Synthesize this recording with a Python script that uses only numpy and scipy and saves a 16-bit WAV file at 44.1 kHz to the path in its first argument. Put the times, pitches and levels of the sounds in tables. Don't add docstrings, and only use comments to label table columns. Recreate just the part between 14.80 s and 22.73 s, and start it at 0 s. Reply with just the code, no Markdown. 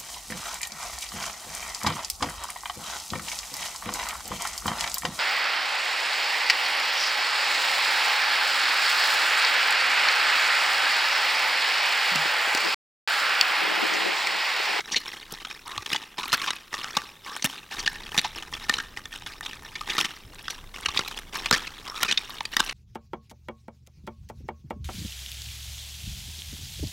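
import sys
import numpy as np
from scipy import signal
from scipy.fft import rfft, irfft
from scipy.io import wavfile
from scipy.ndimage import uniform_filter1d

SR = 44100
rng = np.random.default_rng(int(sys.argv[2]) if len(sys.argv) > 2 else 0)


def transcribe(u):
    v = np.clip(np.atleast_2d(u).T, -1, 1)
    q = np.round(v * 32767).astype(np.int16)
    wavfile.write(sys.argv[1], SR, q)


N = 349713
TIME = np.arange(N) / SR

# (frequency [Hz], relative level [dB])
WET = [(90, -9.5), (380, -0.5), (580, -10), (830, -3), (1220, -2.5), (1650, 0), (3800, 4), (4700, -1),
       (5600, 2.5), (7200, -4), (15000, -15.5)]
# (frequency [Hz], relative level [dB])
LOW_COLOUR = [(25, -6), (350, 1), (1200, -15), (3500, -14), (15000, -12.5)]


def undb(db):
    return 10 ** (np.asarray(db) / 20)


def unit(x):
    return x / np.sqrt(np.mean(x ** 2))


def blow(x, db):
    return x * undb(db) * np.sqrt(SR / 100 / np.sum(x ** 2))


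def follow(curve):
    return undb(np.interp(TIME, *np.transpose(curve)))


def add(track, s, x):
    i = int(np.clip(s * SR, 0, N - 1))
    track[i:i + len(x)] += x[:N - i]


def band(x, lo_hz, hi_hz, order=2):
    edges = [lo_hz, min(hi_hz, SR / 2 - 1)]
    return signal.sosfilt(signal.butter(order, edges, "band", fs=SR, output="sos"), x)


def colour(x, points, size=1024):
    hz, db = np.transpose(points)
    bins = np.maximum(np.arange(size + 1), .5) * SR / (2 * size)
    gain = undb(np.interp(np.log(bins), np.log(hz), db))
    cepstrum = irfft(np.log(gain))[:size]
    cepstrum[1:] *= 2
    response = irfft(np.exp(rfft(cepstrum, 2 * size)))[:size]
    return signal.fftconvolve(x, response)[:len(x)]


def ring(x, hz, t60):
    turn = np.exp(2j * np.pi * np.cumsum(hz * np.ones(len(x))) / SR)
    decay = np.exp(-np.log(1000) / t60 / SR)
    return (turn * signal.lfilter([1], [1, -decay], x / turn)).imag


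def snaps(length, rate, spread_db):
    hits = rng.random(length) < rate / SR
    sign = rng.choice([-1, 1], length)
    force = undb(spread_db * np.minimum(rng.exponential(size=length), 4))
    return hits * sign * force


def even(x, span_s):
    power = uniform_filter1d(x ** 2, int(span_s * SR))
    return x / np.sqrt(np.maximum(power, 0) + 1e-12)


def tear(ms, first_snap, size):
    age = TIME[:size] * 1000 / max(ms, .5)
    envelope = np.exp(-age ** 2 / 2) * np.minimum(.45 + 1.5 * age, 1)
    burst = blow(snaps(size, 7000, 2.2) * envelope + 1e-12, 0)
    burst[0] += first_snap * np.linalg.norm(burst) * np.exp(-ms / 2)
    return burst


def pockets(burst, t60, high_hz, count, low_hz=900):
    pitches = low_hz * (high_hz / low_hz) ** rng.random(count)
    return sum(ring(burst, hz, t60) for hz in pitches)


def garage_air():
    return undb(-59.5) * unit(colour(rng.standard_normal(N), LOW_COLOUR))


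def side_noise():
    hiss = undb(-67.5) * unit(band(rng.standard_normal(N), 9500, 13000, order=1))
    low_noise = undb(-69.5) * unit(colour(rng.standard_normal(N), LOW_COLOUR))
    return hiss + low_noise


def handling(swell_db=1.5, size=8000):
    # (time [s], level [dB])
    hand_level = [(2.93, -59), (3.0, -46), (5.7, -51), (6.0, -47), (7.9, -51.5)]
    # (time [s], level over 10 ms [dB])
    bump_table = [(0.966, -40), (5.445, -42), (6.07, -39)]
    flutter = unit(band(rng.standard_normal(N), 24.8, 27.7))
    swell = undb(swell_db * unit(band(rng.standard_normal(N), 0.42, 4.4)))
    rumble = unit(band(rng.standard_normal(N), 6.4, 73, order=1) * swell)
    out = unit(flutter + rumble) * follow(hand_level)
    for s, db in bump_table:
        add(out, s, blow(band(tear(14.3, 0, size), 55, 104), db))
    return out


def chewing():
    # (start [s], tongue level at the start [dB],
    # length until the mouth closes [s], squeeze level at the closing [dB])
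    chew_table = [(0, -45, 0.12, -35), (0.237, -37, 0.17, -43.5), (0.497, -41, 0.21, -40.5),
                  (0.863, -39.5, 0.25, -32), (1.377, -35, 0.25, -29.5), (1.926, -35, 0.26, -37),
                  (2.447, -38, 0.26, -35.5), (2.914, -35, 0.23, -43.5), (3.196, -42, 0.17, -30.5),
                  (3.549, -30, 0.024, -38), (3.715, -39, 0.21, -34.5), (4.16, -34.5, 0.034, -47.5),
                  (4.319, -38, 0.065, -47), (4.451, -40.5, 0.11, -50.5), (4.633, -38, 0.052, -40.5),
                  (4.8, -44.5, 0.21, -42), (5.078, -33, 0.13, -31.5), (5.531, -46, 0.17, -39),
                  (5.935, -39.5, 0.23, -31.5), (6.27, -38.5, 0.097, -42), (6.534, -34, 0.23, -32.5),
                  (6.86, -45, 0.15, -44), (7.054, -39, 0.17, -29), (7.381, -43, 0.15, -38),
                  (7.726, -35.5, 0.13, -33.5)]
    open_s, slack_db_per_s = 0.033, 27.5
    squeeze_db_per_s, release_db_per_s = 233, 111
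    rest_db = -58
    power = np.full(N, undb(rest_db) ** 2)
    for start, tongue_db, length, squeeze_db in chew_table:
        age = np.maximum(TIME - start, 0)
        before, after = np.maximum(length - age, 0), np.maximum(age - length, 0)
        opened = np.clip((TIME - start) / open_s + .5, 0, 1)
        stroke = np.clip(before / open_s, 0, 1) * undb(tongue_db - slack_db_per_s * age)
        squeeze = undb(squeeze_db - squeeze_db_per_s * before - release_db_per_s * after)
        power += opened ** 2 * (stroke ** 2 + squeeze ** 2)
    return np.sqrt(power)


def squelches(spread_db=3.0, count=1500, size=1400):
    out, t60 = np.zeros(N), .009
    for when, length, force, life in rng.random((count, 4)):
        burst = tear(.5 + 5 * length, .4, size)
        gaps = pockets(burst, t60 * (.5 + life), high_hz=5800, count=2)
        wet = blow(gaps, 0) + blow(burst, -1)
        force_db = -spread_db * np.log(1 - .98 * force)
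        add(out, when * N / SR, wet * undb(force_db))
    return colour(out, WET)


def tongue(effort, squelch_db=-4, tick_db=-16):
    smear = undb(-15) * unit(colour(snaps(N, 1200, 4), WET))
    ticks = sum(ring(snaps(N, 25, 8), hz, .0012) for hz in np.geomspace(4800, 12500, 7))
    wet = even(undb(squelch_db) * unit(squelches()) + smear, .09)
    return (wet + undb(tick_db) * unit(ticks)) * effort


def smack(db, hz, ms, cavity_db=-3, pocket_db=-6, spray_db=-1.5, flesh_db=-17, size=2600):
    t60 = .019
    burst = tear(ms, 1.0, size)
    focus = np.clip(ms / 7, 0, 1)
    low_hz, high_hz = 850 + 0.37 * focus * hz, 4300 + hz * (1 - 0.535 * focus)
    cavity = blow(band(ring(burst, hz, t60), hz / 2, 2 * hz), db + cavity_db)
    gaps = pockets(burst, t60, high_hz, count=5, low_hz=low_hz)
    gaps = blow(band(gaps, low_hz, high_hz), db + pocket_db)
    spray_top_hz = high_hz * (1 + 1 / max(ms, .5))
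    spray = blow(band(colour(burst, WET), low_hz, spray_top_hz), db + spray_db)
    flesh = blow(band(burst, 156, 550), db + flesh_db)
    return cavity + gaps + spray + flesh


def smacks():
    # (time [s], base level of the parts over 10 ms [dB], cavity pitch [Hz], tear length [ms])
    smack_table = [(.004, -32, 2200, 5.5), (.117, -27.5, 5620, 17), (0.16, -20, 4210, 12.3),
                   (0.648, -34.5, 1480, 5.3), (0.711, -37.5, 2580, 2.6), (0.978, -29.5, 1160, 1.7),
                   (1.06, -33.5, 3500, 4), (1.16, -27, 3540, 4.8), (1.226, -42, 940, 2.3),
                   (1.381, -30.5, 1000, 5.7), (1.431, -30, 1160, 5.4), (1.52, -31, 5050, 3.2),
                   (1.616, -29, 1120, 4.7), (1.672, -24, 1070, 14.4), (1.7054, -25, 3810, 2.7),
                   (1.762, -39.5, 2560, 3.5), (1.94, -28, 1130, 2.9), (2.043, -32.5, 1427, 1.7),
                   (2.565, -32.5, 1530, 0.67), (2.624, -31.5, 6040, 2.5), (2.921, -35.5, 1760, 11),
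                   (2.9916, -32.5, 5800, 9.2), (3.06, -26.5, 3000, 6.1), (3.156, -39.5, 2760, 3.5),
                   (3.624, -40, 3350, 3.1), (3.736, -33, 3390, 5.2), (3.9384, -26, 3960, 3.3),
                   (3.984, -28.5, 1660, 3.1), (4.255, -37.5, 3480, 2.4), (4.326, -40.5, 3380, 3.6),
                   (4.421, -43.5, 955, 1.5), (4.462, -36.5, 3470, 3.8), (4.6091, -38, 1950, 0.46),
                   (4.661, -33.5, 3570, 3.8), (4.731, -39.5, 2450, 2.9), (4.954, -33, 2380, 6.9),
                   (5.097, -26.5, 3470, 9.2), (5.165, -32.5, 2120, 5.3), (5.2028, -25.5, 2600, 1.4),
                   (5.2117, -24.5, 3280, 1), (5.7, -33, 5850, 8.3), (6.058, -23, 3090, 3.75),
                   (6.085, -27, 1144, 4.6), (6.277, -33.5, 4040, 3.9), (6.373, -37, 3360, 3.6),
                   (6.389, -37, 2120, 0.76), (6.554, -29, 1210, 5.2), (6.659, -25.5, 2910, 2.5),
                   (6.771, -34, 1490, 2.6), (6.869, -34, 2580, 6.7), (7.28, -22.5, 2520, 22),
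                   (7.3116, -23, 4040, 3.4), (7.323, -24, 3630, 3.3), (7.653, -31, 4670, 3),
                   (7.797, -24.5, 1550, 1.5), (7.893, -29, 3040, 5.5)]
    out = np.zeros(N)
    for s, db, hz, ms in smack_table:
        add(out, s, smack(db, hz, ms))
    return out


def bowl(x, ring_db=-23):
    # (frequency [Hz], relative level [dB], t60 [s])
    bowl_modes = [(271, -10, .22), (1174, -3, .15), (1307, -3, .15), (2963, -5, .1), (3795, -5, .06),
                  (5499, -7, .2)]
    knock = np.eye(1, SR // 2)[0]
    response = sum(undb(db) * unit(ring(knock, hz, t60)) for hz, db, t60 in bowl_modes)
    return undb(ring_db) * signal.fftconvolve(x, response / np.linalg.norm(response))[:N]


def bowl_air(x, t60=0.05):
    hollow_hz = [838, 1216, 1804]
    # (time [s], drive before halving [dB])
    muzzle_drive = [(2.7, -17), (3.0, -14), (5.2, -10), (5.6, -21)]
    knock = np.eye(1, SR // 2)[0]
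    response = np.diff(sum(ring(knock, hz, t60) for hz in hollow_hz))
    return signal.fftconvolve(x * follow(muzzle_drive), response / np.linalg.norm(response) / 2)[:N]


def garage(x, t60=0.76, room_db=-24):
    t = TIME[:SR // 2]
    tail = band(rng.standard_normal(len(t)), 100, 3100, order=1) * undb(-60 * t / t60)
    return undb(room_db) * signal.fftconvolve(x, tail / np.linalg.norm(tail))[:N]


def pops(rise_per_s=1.8, spray_db=-1.5, size=2600):
    # (time [s], base level of the parts over 10 ms [dB], first cavity pitch [Hz], tear length [ms])
    pop_table = [(0.1443, -28.5, 1970, 1.3), (0.917, -37.5, 1070, 3.4), (1.145, -29.5, 840, 5.4),
                 (3.0758, -20, 1614, 2.7), (3.443, -25.5, 850, 11.5), (4.0, -30, 1610, 4.4),
                 (4.172, -34.5, 1880, 2.8), (5.009, -34.5, 1200, 3.4), (5.6813, -29.5, 1540, 1.65),
                 (6.173, -22.5, 3500, 4.2), (7.374, -20.5, 3600, 5.5), (7.6063, -29, 880, 1.9)]
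    out, t60 = np.zeros(N), .012
    for s, db, hz, ms in pop_table:
        burst = tear(ms, 0.2, size)
        rising_hz = hz * (1 + rise_per_s * TIME[:size])
        note = band(ring(burst, rising_hz, t60), 1.0 * hz, 2 * hz)
        spray = band(colour(burst, WET), max(hz / 2, 850), 4700)
        add(out, s, blow(note, db - 1) + blow(spray, db + spray_db))
    return out


def bites(size=2600):
    bite_table = [(0.522, -46, 1320, 3.2, 1, -39, -37), (1.129, -24.5, 2980, 4, 1, -37, -40),
                  (1.528, -19, 1380, 5.3, 3, -36.5, -32), (2.168, -18, 1197, 3.4, 1, -35.5, -36),
                  (2.6433, -25, 3020, 2.9, 3, -26.5, -26.5), (3.3781, -21, 3620, 1.7, 3, -30.5, -59),
                  (3.895, -18.5, 1890, 2.5, 1, -38, -39), (5.181, -23, 1270, 2.8, 2, -35.5, -38),
                  (5.2462, -29, 3100, 2.4, 2, -46, -53), (6.1914, -23, 1370, 3, 1, -34.5, -70),
                  (6.711, -17, 1430, 1.3, 1, -25.5, -30), (6.726, -19.5, 1630, 3.2, 4, -28, -42),
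                  (7.23, -19.5, 1410, 2.9, 1, -63, -25.5), (7.767, -19.5, 1950, 2, 1, -47, -30.5),
                  (7.802, -18, 1560, 2.65, 1, -33.5, -35)]
    gap_s, fade_db, rise = .0072, 1.9, 1.1
    out = np.zeros(N)
    for s, db, hz, ms, tears, thud_db, crack_db in bite_table:
        add(out, s, blow(band(tear(5.2, 3.6, size), 115, 475), thud_db))
        for k in range(round(tears)):
            crack = blow(band(tear(ms, 1, size), 3900, 14800), crack_db)
            wet_tear = smack(db, hz * rise ** k, ms)
            add(out, s + k * gap_s, (wet_tear + crack) * undb(-k * fade_db))
    return out


def licks(size=12000):
    # (time [s], level [dB], length [s], first pitch [Hz], last pitch [Hz])
    lick_table = [(0.852, -45, 0.11, 900, 1140), (1.374, -43.5, 0.14, 900, 1450),
                  (1.571, -49, 0.11, 1220, 990), (1.924, -47.5, 0.19, 1010, 1430),
                  (2.454, -45, 0.11, 1010, 1310), (7.059, -44, 0.18, 1120, 1370)]
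    out = np.zeros(N)
    for s, db, length_s, start_hz, end_hz in lick_table:
        stroke = np.linspace(0, 1, min(int(length_s * SR), size))
        glide_hz = start_hz + (end_hz - start_hz) * stroke
        hollow = even(ring(snaps(len(stroke), 600, 3), glide_hz, .02), .05)
        swell = np.sqrt(np.abs(np.sin(np.pi * np.sqrt(stroke))))
        add(out, s, undb(db) * unit(band(hollow, 990, 2 * end_hz, order=3) * swell))
    return out


def scene():
    mouth = tongue(chewing()) + smacks() + pops() + bites() + licks()
    centre = garage_air() + handling() + mouth + bowl(mouth) + bowl_air(mouth) + garage(mouth)
    side = side_noise()
    return np.array([centre + side, centre - side])


def record(dry):
    top_hz = 15900
    low_pass = signal.ellip(8, .2, 70, top_hz, fs=SR, output="sos")
    return signal.sosfilt(low_pass, np.clip(dry, -1, 1))


dry = scene()
out = record(dry)
transcribe(out)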